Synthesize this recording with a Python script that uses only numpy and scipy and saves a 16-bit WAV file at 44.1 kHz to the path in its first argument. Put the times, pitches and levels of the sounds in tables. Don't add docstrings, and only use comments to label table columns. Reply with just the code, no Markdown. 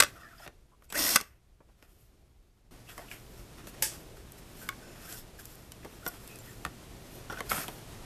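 import sys
import numpy as np
from scipy import signal
from scipy.fft import rfft, irfft, next_fast_len
from scipy.io import wavfile
from scipy.ndimage import uniform_filter1d

SR = 44100
rng = np.random.default_rng(int(sys.argv[2]) if len(sys.argv) > 2 else 0)


def rack_gain(trim_db):
    fader = np.asarray(trim_db, float)
    return 10 ** (fader / 20)


def file_out(sig):
    cols = np.atleast_2d(sig).T
    lim = np.clip(cols, -1, 1)
    pcm = np.round(lim * 32767).astype(np.int16)
    wavfile.write(sys.argv[1], SR, pcm)


N = 354991


def evened(x):
    return x / np.sqrt(np.mean(x ** 2) + 1e-20)


def read(points, hz):
    f, value = np.transpose(points)
    return np.interp(np.log(hz + 1), np.log(f + 1), value)


def curve(rows, quiet=-120.):
    s, value = np.transpose(rows)
    return np.interp(np.arange(N) / SR, s, value, left=quiet, right=quiet)


def add(mix, s, sound):
    part = mix[max(round(s * SR), 0):][:len(sound)]
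    part += sound[:len(part)]


def band(x, lo_hz, hi_hz):
    return signal.sosfilt(signal.butter(N=2, Wn=[lo_hz, hi_hz], btype="band", fs=SR, output="sos"), x)


def resonate(x, hz, width):
    turn = np.exp(2j * np.pi * np.cumsum(hz * np.ones(len(x))) / SR)
    r = np.exp(-np.pi * width / SR)
    return 2 * (turn * signal.lfilter([1 - r], [1, -r], x / turn)).real


def coloured(x, points):
    size = next_fast_len(len(x))
    gain = rack_gain(read(points, np.fft.rfftfreq(size, 1 / SR)))
    return evened(irfft(rfft(x, size) * gain, size)[:len(x)])


def drift(seconds, count=N):
    size = max(int(seconds * SR), 1)
    return evened(uniform_filter1d(uniform_filter1d(rng.standard_normal(count), size), size))


def gritty(flicker_db, seconds, spread_db, count=N):
    level_db = flicker_db * drift(seconds, count) + spread_db * drift(.0006, count)
    return rng.standard_normal(count) * rack_gain(level_db)


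def room_air():
    # (time [s], level [dB])
    air_level = [(0, -54), (.3, -64), (.67, -70.5), (1.37, -73), (2.1, -70.5), (2.708, -73), (2.71, -58),
                 (3.4, -56.5), (3.81, -52.5), (4.2, -56.5), (4.78, -53.5), (5.54, -57), (6.77, -53.5),
                 (7.62, -51), (8.05, -50)]
    # (frequency [Hz], level per Hz [dB])
    rumble_colour = [(8.8, -31.5), (15, 1), (52, 4.5), (119, -10), (161, -15), (200, -17.5), (260, -49.5),
                     (440, -120)]
    # (frequency [Hz], level per Hz [dB])
    air_colour = [(59, -25.5), (100, -0.5), (262, -6), (359, -7), (502, -13.5), (703, -14), (1630, -20),
                  (2800, -21.5), (13500, -28.5), (15000, -53)]
    air_db = curve(air_level)
    rumble = coloured(gritty(1.5, .1, 0), rumble_colour)
    rumble_db = -55.5 + .35 * (air_db + 56)
    air = coloured(gritty(0.69, 0.022, 0), air_colour)
    air = air / np.std(band(air, 100, 600))
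    air = air + rack_gain(-9.5 + 4.8 * drift(.12)) * band(air, 310, 800)
    hum_hz = 118.3 + 1.4 * drift(.15)
    hum = rack_gain(-6 + 2.7 * drift(0.088)) * np.sin(2 * np.pi * np.cumsum(hum_hz) / SR)
    return rack_gain(rumble_db) * rumble + rack_gain(air_db) * (air + hum)


def room(x):
    # (frequency [Hz], t60 [s])
    room_t60 = [(200, 0.18), (1500, .22), (6000, .18), (14000, .12)]
    echoes = np.zeros(SR // 2)
    at = np.arange(200, SR // 2 - 20, 20)
    echoes[at + rng.integers(0, 20, len(at))] = rng.choice([-1., 1.], len(at))
    hz, t, z = signal.stft(echoes, SR, nperseg=256)
    decay = rack_gain(-60 * t / read(room_t60, hz)[:, None])
    tail = signal.istft(z * decay, SR, nperseg=256)[1]
    return signal.fftconvolve(x, tail / np.linalg.norm(tail))[:N]


def walls(x):
    last_s, echo_db = .012, -8
    place, sign = rng.random((2, 12))
    echoes = np.zeros(int(last_s * SR) + 1)
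    at = (last_s * SR * (.1 + .9 * place)).astype(int)
    echoes[at] = np.sign(sign - .5) * (1 - place / 2)
    return x + rack_gain(echo_db) * signal.oaconvolve(x, echoes / np.linalg.norm(echoes))[:N]


def bumps():
    # (time [s], level [dB])
    pushes = [
        (6.652, -35),
        (8.1, -41),
        (7.33, -48),
    ]
    hz, t60 = 60, 0.19
    out, t = np.zeros(N), np.arange(SR // 3) / SR
    for s, db in pushes:
        swell = rack_gain(db - 60 * t / t60) * (1 - np.exp(-t / 0.0091))
        add(out, s, swell * np.sin(2 * np.pi * hz * t))
    return out


def snap():
    # (frequency [Hz], level per Hz [dB])
    snap_colour = [(290, -39), (500, -3), (766, -12), (883, 4.5), (1080, -15), (1410, -14), (1650, -2.5),
                   (1990, -11), (3000, -8.5), (3770, -7.5), (3990, -11), (4870, -4), (11100, -2.5),
                   (14000, -4), (15000, -43)]
    # (frequency [Hz], t60 [s])
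    snap_t60 = [(600, 0.11), (3000, 0.28), (8000, 0.27), (14000, 0.16)]
    snap_s, snap_db = 3.8225, -26.5
    out, t = np.zeros(N), np.arange(SR // 5) / SR
    hz, phase, size = rng.random((3, 500))
    hz = 500 + 14500 * hz
    level_db = read(snap_colour, hz) + 2.8 * size
    fade = rack_gain(level_db[:, None] - 60 * t / read(snap_t60, hz)[:, None])
    modes = fade * np.sin(2 * np.pi * (hz[:, None] * t + phase[:, None]))
    burst = modes.sum(0)
    burst = burst / np.std(burst[:SR // 40])
    add(out, snap_s, rack_gain(snap_db) * burst * (1 - np.exp(-t / 0.00034)))
    return out


def strokes(rows):
    out = np.zeros((2, N))
    for s, rise, fall, *levels_db in rows:
        t = np.arange(-min(2 * rise, s), 2 * fall, 1 / SR)
        shape = rack_gain(-20 * np.where(t < 0, -t / rise, t / fall))
        for layer, db in zip(out, levels_db):
            add(layer, s + t[0], rack_gain(db) * shape)
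    return out


def rubbing():
    # (most pressure [s], rise [s], fall [s], hiss [dB], box ring [dB])
    bit_strokes = [(.07, .01, 0.094, -59, -56), (.17, 0.051, 0.19, -79, -59.5), (.455, 0.24, .02, -61, -53),
                   (.843, .02, 0.037, -66, -72), (1.84, 0.098, 0.092, -75, -68.5),
                   (1.92, 0.09, .2, -71, -79), (2.032, .08, 0.074, -71, -90), (7.158, .13, .07, -55, -70.5),
                   (7.25, .02, 0.022, -73, -64), (7.304, 0.0057, 0.081, -63, -46),
                   (7.39, 0.028, 0.022, -65, -43.5), (7.497, 0.006, 0.069, -37, -55),
                   (7.516, 0.014, 0.03, -43, -38), (7.55, 0.067, 0.22, -42, -45),
                   (7.635, 0.19, 0.025, -49, -48), (7.7, 0.015, 0.074, -83, -72)]
    # (most pressure [s], rise [s], fall [s], hiss [dB], box ring [dB])
    hand_strokes = [(2.72, .005, .2, -71.5, -69), (2.894, 0.026, 0.18, -56.5, -54),
                    (2.995, 0.028, 0.053, -60, -50), (3.12, 0.075, 0.14, -54.5, -57),
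                    (3.382, 0.12, .1, -60.5, -64.5), (3.58, .01, 0.12, -73, -55.5),
                    (3.685, .02, 0.037, -50, -62), (3.741, .01, 0.041, -72, -56),
                    (3.93, 0.059, 0.12, -53, -55), (4.17, 0.026, 0.053, -67, -65),
                    (4.34, 0.36, 0.5, -74, -71), (4.63, 0.14, 0.11, -51.5, -66),
                    (4.385, 0.023, 0.027, -59, -75), (5.05, 0.57, 0.045, -71, -61),
                    (5.13, 0.12, 0.067, -44.5, -50.5), (5.19, 0.083, 0.037, -50.5, -76),
                    (5.396, 0.022, .04, -49.5, -57), (5.458, .04, 0.34, -57.5, -64),
                    (5.9, 0.016, 0.19, -68, -63), (6.014, .12, .03, -70, -71),
                    (6.055, 0.009, 0.049, -53, -62), (6.095, .01, .15, -63, -60),
                    (6.293, .4, 0.64, -59.5, -61), (6.531, 0.29, 0.12, -65.5, -69)]
    # (frequency [Hz], level per Hz [dB])
    rub_colour = [(1180, -40), (2000, -13), (2620, -5.5), (5590, -6), (9120, -4.5), (10100, -4), (12100, 1),
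                  (14400, -1.5), (15000, -58.5)]
    # (frequency [Hz], width [Hz], level [dB])
    panel_modes = [(710, 46, -1.5), (1384.5, 360, 3.5), (1750, 50, -10.5), (2456, 22, -11.5),
                   (2700, 670, -16), (3330, 45, -19), (5100, 220, -12.5)]
    # (frequency [Hz], width [Hz], level [dB])
    casing_modes = [(5310, 300, -21), (7500, 200, -17.5)]
    grit = gritty(1.63, 0.018, 2.0)
    ring = sum(rack_gain(db) * resonate(grit, hz, width) / np.sqrt(width) for hz, width, db in panel_modes)
    casing = sum(rack_gain(db + 3 * drift(.08)) * evened(resonate(grit, hz, width))
                 for hz, width, db in casing_modes)
    bit, hands = uniform_filter1d([strokes(bit_strokes), strokes(hand_strokes)], size=200)
    hiss_gain, ring_gain = bit + hands
    return hiss_gain * coloured(grit, rub_colour) + hands[0] * casing + ring_gain * evened(ring)


def slips(rows, width):
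    out = np.zeros(N)
    draws = rng.standard_normal((len(rows), SR // 3))
    for (s, length, start_hz, db, *sag), noise in zip(rows, draws):
        size = int(np.clip(length, .004, .3) * SR)
        u = np.linspace(0, 1, size)
        hz = start_hz * (1 - (sag[0] if sag else .02) * u)
        tone = evened(resonate(resonate(noise[:size], hz, width), hz, width))
        add(out, s, rack_gain(db + 2.5) * tone * np.minimum(u / 0.096, 1) * (1 - u) ** .5)
    return out


def squeaks():
    # (time [s], length [s], frequency [Hz], level [dB])
    steady = [(.214, .045, 1290, -57), (.227, 0.066, 1750, -54), (.38, 0.016, 5150, -61),
              (.412, 0.019, 5240, -60), (.417, 0.033, 1400, -56), (.715, .042, 1054, -65),
              (5.084, .055, 2700, -67), (6.29, .094, 2600, -58), (1.062, .044, 1950, -39),
              (1.06, 0.059, 1530, -44), (.196, 0.33, 1350, -73), (.397, 0.023, 725, -56),
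              (4.608, 0.089, 1500, -57), (.325, .035, 1350, -59), (.285, .04, 1800, -61),
              (.21, .055, 5100, -68), (.378, .018, 4750, -62), (.428, .015, 5200, -64),
              (.245, .025, 1300, -58), (7.32, .03, 1250, -50), (7.3, .04, 800, -52), (2.89, .03, 1950, -60),
              (5.07, 0.11, 1520, -56.5), (5.103, 0.14, 5430, -63), (5.387, .02, 1650, -53),
              (6.02, .036, 1400, -56), (6.39, 0.03, 7400, -58.5), (6.47, 0.055, 1860, -58),
              (6.49, .04, 7350, -64), (7.297, .022, 1500, -46), (7.319, 0.034, 1500, -48),
              (7.371, .03, 1530, -45)]
    # (time [s], length [s], frequency [Hz], level [dB], sag [share of pitch])
    gliding = [
        (.153, 0.052, 1400, -56, .17),
        (.301, 0.056, 1700, -58, 0.33),
        (2.99, 0.071, 590, -54, -.68),
        (2.873, .05, 2600, -59, -.35),
        (1.135, .018, 5900, -39, .15),
        (4.8, .28, 1500, -66, 0),
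        (4.8, .28, 5300, -68, 0),
        (4.82, .26, 2600, -69, 0),
        (4.82, .26, 7000, -70, 0),
        (.943, .016, 1350, -40, -.25),
    ]
    return slips(steady + gliding, 200)


def broad_bursts():
    # (time [s], length [s], frequency [Hz], level [dB])
    broad_rows = [(.0017, 0.0035, 8100, -12.5), (3.125, .06, 2300, -55.5), (2.885, .045, 2600, -56),
                  (.003, .006, 4500, -20), (6.076, 0.014, 12200, -35), (6.077, .012, 8500, -43),
                  (6.083, .007, 5300, -46), (7.493, .016, 4400, -43), (7.498, .02, 11800, -41),
                  (3.08, .03, 2700, -58), (7.5, .097, 12000, -49), (7.55, 0.061, 9000, -45),
                  (5.83, .012, 2000, -56)]
    return slips(broad_rows, 1300)


def hit(row, t, draws, hold=0., rise=.0004):
    s, peak_db, hz, treble_db, thud_db, t60 = row
    after = np.maximum(t - hold, 0)
    shape = (1 - np.exp(-t / rise)) ** 2 * rack_gain(-60 * after / t60)
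    crack = rack_gain(-15.5) * evened(band(draws[0], 0.45 * hz, 2.4 * hz))
    tick = rack_gain(treble_db - 3.0) * evened(band(draws[1], 3300, 14500))
    thud = rack_gain(thud_db - 2.5) * evened(band(draws[2], 60, 750))
    thud = thud * rack_gain(-60 * t / (0.064 + t60)) * (1 - np.exp(-t / 0.00056))
    ring = resonate(draws[3], hz, 260)
    ring = ring + .5 * resonate(draws[3], 1.2 * hz, 220) + 0.06 * resonate(draws[3], 1.9 * hz, 200)
    ring = rack_gain(-16.0) * evened(ring) * rack_gain(-60 * after / (0.018 + t60)) * (1 - np.exp(-t / (1.5 * rise)))
    return s, rack_gain(peak_db) * (shape * (crack + tick) + ring + thud)


def taps():
    # (time [s], peak [dB], ring [Hz], treble [dB], hold [s])
    clacks = [
        (.0006, -9, 1500, -4, .0053),
        (.0222, -14, 3000, -1, .001),
        (.0335, -17, 4800, 1, .001),
        (1.157, -10, 1520, 1, .0043),
    ]
    # (time [s], peak [dB], ring [Hz], treble [dB], thud [dB])
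    bit_taps = [(.476, -27, 2000, -13, -17), (.822, -36.5, 890, -19, -26), (.843, -52, 1020, 0, -27),
                (.924, -16, 1620, -8, -27), (1.2013, -31.5, 2050, 0, -9), (1.211, -21.5, 2110, -3.5, -22),
                (1.604, -55.5, 1197, -16, 4.5), (1.688, -60, 922, -17, 4.5), (1.825, -36, 1355, -13, -18.5),
                (3.1135, -30, 2080, -14, -17), (3.824, -18.5, 3000, 6.5, -32), (4.6888, -22, 3000, -1, -40),
                (5.125, -38.5, 1590, 9, -9), (5.719, -31, 2430, 0, -22), (6.0636, -26, 2900, 1, -7),
                (6.139, -36, 1700, -14, -15), (6.65, -21, 2400, -5, -16), (6.6625, -30, 1220, -9, -10),
                (7.298, -25.5, 1450, -30, -12), (7.405, -22, 1700, -7, -10), (7.5115, -28, 1100, -8, -14),
                (7.516, -20, 1500, -4, -11), (7.681, -26, 2570, -5, -19)]
    # (time [s], peak [dB], ring [Hz], treble [dB], thud [dB])
    soft_knocks = [(.462, -32, 1510, -26, -9), (.901, -33.5, 2620, -6, -19), (2.978, -29, 760, -10, -13),
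                   (3.67, -32, 1440, -4.5, -15), (4.169, -39.5, 1620, -16.5, -13.5),
                   (5.847, -32, 580, -13, -3), (6.077, -37, 1160, 0, -26), (7.323, -35, 1590, -6, -2),
                   (7.53, -30, 1000, -8, -12), (7.544, -28, 1120, -5, -8), (7.577, -26, 2700, -16, -6.5),
                   (7.686, -25.5, 895, -24, -13)]
    # (time [s], peak [dB])
    ticks = [
        (0.8524, -46),
        (4.3206, -30),
        (5.455, -26),
        (5.5014, -41),
        (5.549, -42),
        (5.5548, -35),
        (5.6236, -48),
        (6.2765, -29),
        (6.358, -30),
        (6.3884, -33),
    ]
    clack_thud_db, clack_t60, tap_t60, knock_t60 = -19, .019, 0.014, 0.034
    out, t = np.zeros(N), np.arange(SR // 6) / SR
    hits = [(*row, tap_t60) for row in bit_taps] + [(*row, knock_t60) for row in soft_knocks]
    for row in clacks:
        noise = rng.standard_normal((4, len(t)))
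        add(out, *hit([*row[:4], clack_thud_db, clack_t60], t, noise, hold=row[4], rise=0.0011))
    for row in hits:
        add(out, *hit(row, t, rng.standard_normal((4, len(t)))))
    for s, peak_db in ticks:
        noise = evened(band(rng.standard_normal(len(t)), 5500, 21000))
        add(out, s, rack_gain(peak_db - 7.0 - 60 * t / 0.01) * noise)
    return out


def blows():
    # (frequency [Hz], level [dB], t60 [s])
    chuck_modes = [(560, -21, .03), (1150, -16, .018), (1510, -10, .018), (2050, -16, .015),
                   (2620, -14, .013), (3300, -16, .01), (3947, -17, .008), (5000, -17, .012),
                   (5750, -18, .012)]
    lid_modes = [(1099, -33, .08), (1245, -33, .05), (1437, -32, .042), (1582, -27, .024),
                 (2213, -22, .019), (2284, -38, .05), (2900, -29, .008), (3496, -34, .025)]
    wall_modes = [(503, -38, .05), (712, -43, .12), (994, -30, .012), (1138, -44, .064), (1355, -37, .06),
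                  (1435, -25, .025), (2063, -38, .04), (2900, -36, .014), (3500, -37, .014),
                  (5650, -35, .018)]
    rim_modes = [(723, -45, .08), (1160, -30, .024), (1426, -22, .012), (1826, -28, .03), (2650, -24, .007),
                 (3750, -27, .009), (5000, -33, .008)]
    bracket_modes = [(728, -35, .043), (923, -38, .034), (1115, -33, .039), (1743, -27, .008),
                     (2084, -28, .023), (3112, -42, .04)]
    hole_modes = [(500, -36, .05), (760, -32, .05), (1000, -31, .04), (1332, -19, .018), (1606, -28, .033),
                  (2262, -20, .012), (3300, -30, .01)]
    clip_modes = [(586, -38, .018), (740, -43, .07), (964, -42, .06), (1308, -38, .017), (3200, -25, .007)]
    tab_modes = [(1686, -39, .025), (2210, -45, .056), (2389, -28, .011), (2885, -36, .012)]
    # (time [s], level [dB])
    chuck_blows = [(.0014, -2), (.0034, -3), (.0058, 0), (.0102, -10), (.0229, -6), (.0245, -8),
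                   (.0262, -12), (.0345, -9), (.0368, -15), (.0455, -22), (1.1535, -16), (1.158, -4),
                   (1.1606, -3), (1.163, -6), (1.1705, -15), (1.191, -30), (1.2025, -27)]
    lid_blows = [
        (4.6891, 0),
        (4.7255, -22),
    ]
    wall_blows = [(6.0639, 0), (6.0665, -6), (6.0722, -13), (6.0772, -17), (6.085, -19), (6.115, -22),
                  (7.2995, -8), (7.306, -11), (7.3255, -11), (7.3305, -10), (7.3735, -18), (7.387, -16)]
    rim_blows = [
        (6.6503, 0),
        (6.6512, -3),
        (6.6625, -11),
        (.4765, -16),
        (.4655, -20),
    ]
    bracket_blows = [
        (7.4054, 0),
        (2.9785, -10),
        (2.992, -16),
        (5.8475, -14),
    ]
    hole_blows = [(7.5163, 0), (7.5178, -4), (7.5015, -19), (7.5118, -5), (7.524, -13), (7.5312, -11),
                  (7.544, -12), (7.559, -17), (7.5668, -17), (7.5785, -14), (7.5826, -16), (7.596, -17),
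                  (7.6055, -21), (7.6225, -22), (7.6424, -18)]
    clip_blows = [
        (7.6816, 0),
    ]
    tab_blows = [
        (3.114, 0),
        (3.123, -14),
    ]
    parts = [(chuck_modes, chuck_blows), (lid_modes, lid_blows), (wall_modes, wall_blows),
             (rim_modes, rim_blows), (bracket_modes, bracket_blows), (hole_modes, hole_blows),
             (clip_modes, clip_blows), (tab_modes, tab_blows)]
    glance = .25
    out, t = np.zeros(N), np.arange(SR // 8) / SR
    for modes, rows in parts:
        hz, mode_db, t60 = np.transpose(modes)[:, :, None]
        rings = rack_gain(mode_db - 60 * t / t60) * np.sin(2 * np.pi * hz * t) * (1 - np.exp(-t / .0003))
        rings[1::2] *= -1
        for s, db in rows:
            stray = np.clip(rng.standard_normal(len(modes)), -2, 2)
            add(out, s, rack_gain(db + glance * db * stray) @ rings)
    return out


def motor():
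    # (time [s], speed [turns/s])
    armature = [
        (.89, 20),
        (.93, 190),
        (.95, 255),
        (.972, 340),
        (1.0, 325),
        (1.155, 318),
        (1.17, 150),
        (1.23, 20),
    ]
    # (time [s], level [dB])
    brush_level = [
        (.89, -73),
        (.93, -48.5),
        (.95, -34),
        (.98, -27),
        (1.1, -25),
        (1.155, -26),
        (1.175, -51),
        (1.23, -57),
        (1.4, -86),
    ]
    # (time [s], level [dB])
    chopper_level = [
        (.888, -90),
        (.894, -57),
        (.945, -53),
        (.975, -62),
        (.99, -80),
    ]
    # (frequency [Hz], level per Hz [dB])
    brush_colour = [(150, -5.5), (320, -5), (900, -7.5), (1700, -1.5), (2600, 2), (3600, -0.5),
                    (5300, -0.5), (7000, -4.5), (10000, -6), (13500, -2.5), (15000, -15.5)]
    # (frequency [Hz], width [Hz], level [dB])
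    housing_modes = [(1500, 200, -6), (4240, 200, -5.5), (5300, 300, 2.5), (8500, 310, -4),
                     (12140, 400, -2.5), (1960, 60, -12), (3730, 60, -14), (5880, 70, -11), (6630, 80, -12),
                     (2650, 60, -11), (3300, 60, -12), (13600, 200, -4), (700, 80, -14)]
    # (multiple of speed, level [dB], width [Hz])
    orders = [(1, -46, 30), (2, -54, 50), (6, -53.5, 110)]
    size = int(1.5 * SR)
    t = np.arange(size) / SR
    speed = curve(armature, quiet=0.)[:size]
    hiss_db = curve(brush_level)[:size]
    strain_db = 21 * np.exp(-((t - .962) / .02) ** 2)
    gear_db = -32 + .8 * (hiss_db + 26) + 0.15 * strain_db
    turns = np.cumsum(speed) / SR
    grit = gritty(1.1, 0.0037, 1.8, size) * (1 + 0.3 * np.cos(2 * np.pi * turns))
    shell = np.zeros(size)
    for hz, width, db in housing_modes:
        swell = rack_gain(db + 3.5 * drift(.02, size))
        wander_hz = hz * (1 + .005 * drift(.03, size))
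        shell += swell * resonate(grit, wander_hz, width) / np.sqrt(width)
    body = coloured(grit, brush_colour) + rack_gain(-10.5) * evened(shell)
    hiss = evened(band(body, 2000, 18000))
    gears = evened(band(body, 150, 2600))
    shake = rack_gain(-16.0) * evened(band(grit, 22, 110))
    lines = np.zeros(size)
    for k, db, width in orders:
        swell_db = (k > 1) * (strain_db - 2)
        lines += rack_gain(db + swell_db) * evened(resonate(grit, k * speed, width))
    chopper_hz = 7755
    whine = rack_gain(curve(chopper_level)[:size] + 4 * drift(.004, size)) * np.sin(2 * np.pi * chopper_hz * t)
    sound = rack_gain(hiss_db) * hiss + rack_gain(gear_db) * (gears + shake) + (speed / 320) ** 1.7 * lines + whine
    return np.pad(sound, (0, N - size))


def scene():
    near = taps() + snap() + walls(motor() + rubbing()) + squeaks() + broad_bursts() + blows()
    near = near + rack_gain(-17) * room(near)
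    near = near - 0.78 * resonate(near, 3930, 120)
    return (near + room_air() + bumps())[None]


def top_cut(x):
    return signal.sosfilt(signal.butter(12, 15290, fs=SR, output="sos"), x)


def record(dry):
    # (frequency [Hz], level [dB])
    band_edge = [(13950, 0), (14120, -43), (15250, -40), (15450, -90)]
    ceiling = .7
    size = next_fast_len(N)
    flattened = ceiling * np.tanh(dry / ceiling)
    gain = rack_gain(read(band_edge, np.fft.rfftfreq(size, 1 / SR)))
    edged = irfft(rfft(flattened, size) * gain, size)[:, :N]
    return top_cut(edged)


dry = scene()
out = record(dry)
file_out(out)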